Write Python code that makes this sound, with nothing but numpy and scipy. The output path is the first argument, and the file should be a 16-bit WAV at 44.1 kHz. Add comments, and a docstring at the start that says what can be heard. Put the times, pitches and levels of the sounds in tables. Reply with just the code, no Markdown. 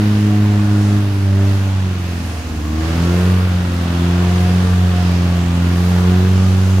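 """Off-road truck climbing a muddy river bank

A four-cylinder truck labours up the bank in a forest, some twenty metres from a stereo camera.
The exhaust booms in clean orders (multiples) of the firing rate; uneven cylinders add quarter and half orders.
Gas and intake noise roars with the throttle, churned water hisses and ticks as it sprays back into the river,
and a steady band of noise makes the insect buzz behind it all."""
import sys
import numpy as np
from scipy import signal
from scipy.fft import rfft, irfft
from scipy.io import wavfile
from scipy.ndimage import uniform_filter1d

SR = 44100
rng = np.random.default_rng(int(sys.argv[2]) if len(sys.argv) > 2 else 0)


def wrap_up_sound(samples):
    """Save the sound to the file named by the first command line argument, as 16-bit audio."""
    columns = np.atleast_2d(samples).T
    # keep every value between -1 and 1, then stretch to whole-number steps
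    tamed = np.clip(columns, -1, 1)
    steps = np.round(tamed * 32767).astype(np.int16)
    wavfile.write(sys.argv[1], SR, steps)


N = 299880

# A steady pull, from which load and spray are reckoned: first order [dB], roar [dB], firing rate [Hz]
PULL_BOOM_DB, PULL_ROAR_DB, PULL_HZ = -15, -33, 90


def undb(db):
    """Gain of a dB value."""
    return 10 ** (np.asarray(db) / 20)


def colour(table, hz):
    """Value of a (Hz, value) table, straight on a log-frequency axis."""
    f, value = np.transpose(table)
    return np.interp(np.log(hz), np.log(f), value)


def walk(rate):
    """Random levels held 1 / rate s, then slewed by two moving averages; spread near 1."""
    step = 64  # samples per coarse point
    hold = int(SR / step / rate)
    coarse = np.repeat(rng.standard_normal(N // step // hold + 2), hold)
    coarse = uniform_filter1d(uniform_filter1d(coarse, hold), hold)
    return 2.47 * np.interp(np.arange(N), step * np.arange(len(coarse)), coarse)


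def ports(mid, side, hz):
    """Left and right microphone ports from mid and side, with width and tilt set by pitch."""
    # Stereo width: (frequency [Hz], side minus mid [dB])
    width = [(60, -21), (110, -22), (200, -24), (380, -13), (700, -7), (1290, -1), (2380, -1), (4400, -1),
             (8120, -1), (15000, 1)]
    # Stereo balance: (frequency [Hz], left minus right [dB])
    tilt = [(60, 1.5), (110, -2), (200, 0), (380, 2), (700, -1.5), (1290, 0.5), (2380, -0.5), (4400, -3.5),
            (8120, -2.5), (15000, -0.5)]
    sign = np.array([[1], [-1]])
    spread = mid + sign * undb(colour(width, hz)) * side
    return spread * undb(sign * colour(tilt, hz) / 2)


def noise(table, ref_hz, swell_db, flicker_db):
    """Half-octave bands of wide noise that swell together and flicker alone; 0 dB over the reference range."""
    f = np.maximum(np.fft.rfftfreq(N, 1 / SR), 1)
    shape = undb(colour(table, f))
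    in_reference = (f > ref_hz[0]) & (f < ref_hz[1])
    shape = shape / np.sqrt(np.sum(shape[in_reference] ** 2) * 2 / N)
    mid, side = rfft(rng.standard_normal((2, N))) * shape
    out, swell = 0, swell_db * walk(7)
    low, high = np.log2([table[0][0], table[-1][0]])
    for octave in np.arange(low - 1, high + .5, .5):
        # neighbouring bands cross-fade and add up to one
        share = np.cos(np.pi * np.clip(np.log2(f) - octave, -.5, .5)) ** 2
        band = ports(irfft(mid * share, N), irfft(side * share, N), 2 ** octave)
        out = out + band * undb(swell + flicker_db * walk(6.3))
    return out


def insects():
    """Forest buzz: many small voices merge into a steady narrow band of noise."""
    # Buzz spectrum: (frequency [Hz], relative density [dB per Hz])
    buzz = [(2300, -30), (2550, 9), (2800, 1), (3150, -12), (3500, -39)]
    return undb(-52.5) * noise(buzz, (2300, 3500), swell_db=0.5, flicker_db=0.1)


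def spray(hz, throttle):
    """Water thrown by the wheels: a hiss with fine drops on top, more under load and at low revs."""
    # Water hiss: (frequency [Hz], relative density [dB per Hz])
    hiss_spectrum = [(300, -12), (1000, 1.5), (1900, -4), (2800, 2.5), (4000, -3.5), (6500, -4.5),
                     (8000, -12), (12000, -12), (15500, -22.5)]
    level_db = -40 + 0.47 * throttle - 0.13 * (hz - PULL_HZ)
    hiss = noise(hiss_spectrum, (1200, 12000), swell_db=0.42, flicker_db=1.1)
    falls = rng.random((2, N)) < 300 / SR  # about 300 drops a second at each port
    drops = falls * undb(np.minimum(3.5 * rng.exponential(size=(2, N)), 12))
    drop_band = signal.butter(2, [6000, 15500], "bandpass", fs=SR, output="sos")
    ticks = signal.sosfilt(drop_band, drops)
    return undb(level_db) * (hiss + undb(8.5) * ticks)


def roar(cycle, db):
    """Gas and intake noise, puffing faintly once a firing and with a slower puff every other firing."""
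    # Gas and intake noise: (frequency [Hz], relative density [dB per Hz])
    gas = [(30, -1), (60, 11), (100, 14), (200, 5), (350, 5.5), (520, 5.5), (750, 3), (950, 2), (1200, 0),
           (1700, -0.5), (2200, -5), (4500, -10.5), (7000, -17.5), (15000, -31)]
    puff = 1 + .12 * np.cos(cycle) + .09 * np.cos(cycle / 2)
    return undb(db) * puff * noise(gas, (500, 2400), swell_db=0.1, flicker_db=0.36)


def silencer_db(hz):
    """What the silencer lets through above the first order, with its peaks and notches."""
    # Silencer response: (frequency [Hz], gain [dB])
    response = [(114, -14), (128, 2.5), (138, 7.5), (150, -5), (162, -5), (171, 1.5), (181, 0.5),
                (190, -4.5), (199, -7.5), (208, 1), (216, 6.5), (225, -0.5), (233, 2), (242, -14), (251, 1),
                (260, 2.5), (266, -4), (268.6, -14.5), (271.5, -4), (284, -5.5), (300, 5), (315, 5),
                (332, -3.5), (348, 1.5), (362, -3), (374, 1), (385, -4), (400, 1), (416, -2), (432, -4.5),
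                (450, 2.5), (473, -10.5), (520, -24)]
    return colour(response, hz)


def order(k, cycle, hz, db, waver, far_db, rate=9):
    """One engine order; it reaches the two ports a little apart in time, by a lag that drifts."""
    # Lean of each exhaust pulse, which flips as the firing rate passes a pipe mode:
    # (firing rate [Hz], phase [rad])
    skew = [(76, .2), (86, .5), (90, 1.0), (94, .8), (98, -.3), (103, -.85)]
    angle = k * cycle + np.pi + colour(skew, hz) + waver * walk(rate)
    apart = undb(far_db) * np.sin(angle + 0.25 * k * walk(1.124))
    return np.sqrt(2) * undb(db) * ports(np.cos(angle), apart, k * np.mean(hz))


def upper_orders(hz, boom, throttle, rise):
    """Levels of orders 2 to 5, which follow boom, throttle and rising revs through the silencer."""
    # Upper orders: (order, level on a steady pull before the silencer [dB], per first order [dB per dB],
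    # per throttle [dB per dB], per rising revs [dB per Hz/s])
    upper = [(2, -19, 1.28, 0.4, 0.0436), (3, -29, 0.17, 0.33, 0.0972), (4, -32.5, 0.37, 0.4, 0.257),
             (5, -40, 0.6, 1.3, 0.0731)]
    # An order briefly fades or swells: (time [s], order, half length [s], change [dB])
    fades = [(0.664, 4, 0.13, -10), (1.72, 4, .08, -9), (2.33, 2, 0.079, -14), (2.34, 4, 0.11, -17),
             (2.42, 3, 0.047, -6), (3.0, 4, 0.072, -6), (3.621, 5, .12, -11), (4.797, 4, 0.14, -3),
             (5.55, 5, 0.22, -5), (5.6, 4, .08, -7), (5.9, 4, .05, -7), (6.13, 4, 0.11, 6)]
    t = np.arange(N) / SR
    levels = []
    for k, db, per_boom, per_throttle, per_rise in upper:
        level = db + per_boom * boom + per_throttle * throttle + per_rise * rise
        for at, which, half, change in fades:
            if round(which) == round(k):
                level = level + change * np.exp(-((t - at) / half) ** 2)
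        levels.append(level + silencer_db(round(k) * hz))
    return levels


def exhaust(cycle, hz, main_db, quarter_db, half_db, ring_db):
    """Clean firing orders, the lope of unequal cylinders, and high orders that sound where they meet a pipe mode."""
    # Quarter orders: (order, level over the lope [dB])
    quarters = [(.25, -27), (.75, -5), (1.25, -4.5), (1.75, -30), (2.25, -5), (2.75, -11.5), (3.25, -11.5),
                (3.75, -9)]
    # Half orders: (order, level over their drive, before the silencer [dB])
    halves = [(.5, -18), (1.5, -4), (2.5, -3), (3.5, -12), (4.5, -12), (5.5, -10)]
    # Upper exhaust modes: (frequency [Hz], width [Hz], level over the drive [dB])
    pipe = [(525.8, 16.1, -10), (586.9, 37, -6.5), (718, 34, -6), (779, 49, -18), (851, 20, -9),
            (1136, 180, -11.5), (1424, 120, -14)]
    out = 0
    for k, db in enumerate(main_db, start=1):
        out = out + order(k, cycle, hz, db + .25 * k * walk(14), .045 * k, -3.)
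    for k, db in quarters:
        out = out + order(k, cycle, hz, quarter_db + db + 2.5 * walk(8), 1.1, -2)
    for k, db in halves:
        level = half_db + db + silencer_db(k * hz) + 1.3 * walk(6)
        out = out + order(k, cycle, hz, level, .6, 8.)
    for k in range(6, 18):
        ring = sum(undb(db) / (1 + (2 * (k * hz - f) / w) ** 2) for f, w, db in pipe)
        smear = (k / 14) ** 2  # firing jitter blurs the highest orders into rasp
        out = out + ring * order(k, cycle, hz, ring_db + 2 * walk(14), smear, -4., rate=2 * k)
    return out


def scene():
    """Forest, water and engine as they reach the two microphone ports."""
    # The climb: (time [s], firing rate [Hz], first order [dB], roar of the open throttle [dB])
    climb = [(0.0, 104.5, -15.5, -33), (0.45, 103.4, -13.5, -33), (0.95, 102.3, -12.5, -33),
             (1.14, 99.0, -16, -35.5), (1.3, 97.4, -12.5, -35.5), (1.48, 98.3, -12, -33),
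             (1.7, 96.05, -16, -35.5), (1.84, 93.6, -15.5, -36), (2.0, 90.68, -20, -37.5),
             (2.18, 85.86, -21.5, -36.5), (2.45, 78.97, -25, -37.5), (2.62, 75.8, -21.5, -38),
             (2.74, 77.21, -20, -36.5), (2.85, 80.7, -19.5, -32), (3.05, 86.0, -17.5, -30),
             (3.3, 91.55, -13.5, -30.5), (3.48, 90.8, -16, -33), (3.74, 87.3, -19, -33),
             (3.95, 86.1, -18, -32.5), (4.22, 88.6, -14, -31), (4.56, 90.4, -14.5, -31),
             (4.85, 89.97, -13, -32.5), (5.1, 88.3, -15, -31.5), (5.55, 86.43, -16.5, -33),
             (6.0, 89.6, -13.5, -31), (6.32, 93.1, -12.5, -31.5), (6.8, 94.2, -12, -33.5)]
    time, *columns = np.transpose(climb)
    t = np.arange(N) / SR
    hz, first_db, roar_db = (np.interp(t, time, column) for column in columns)
    # dB over a steady pull
    boom, throttle = first_db - PULL_BOOM_DB, roar_db - PULL_ROAR_DB
    # rising revs in Hz/s, averaged over 0.19 s
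    rise = uniform_filter1d(np.gradient(hz) * SR, int(0.19 * SR))
    cycle = 2 * np.pi * np.cumsum(hz) / SR  # firing phase, radians

    main_db = [first_db, *upper_orders(hz, boom, throttle, rise)]
    quarter_db = -40 - 1.18 * boom  # the lope grows as the engine bogs down
    half_db = -38.5 - 0.83 * boom + 0.79 * throttle
    ring_db = roar_db - 3 + 0.064 * rise  # drive of the pipe modes
    engine = exhaust(cycle, hz, main_db, quarter_db, half_db, ring_db) + roar(cycle, roar_db)
    return insects() + spray(hz, throttle) + engine


def record(dry):
    """The camera cuts the top of the band, steeply above 15680 Hz."""
    return signal.sosfilt(signal.ellip(10, .2, 70, 15680, fs=SR, output="sos"), dry)


dry = scene()
out = record(dry)
wrap_up_sound(out)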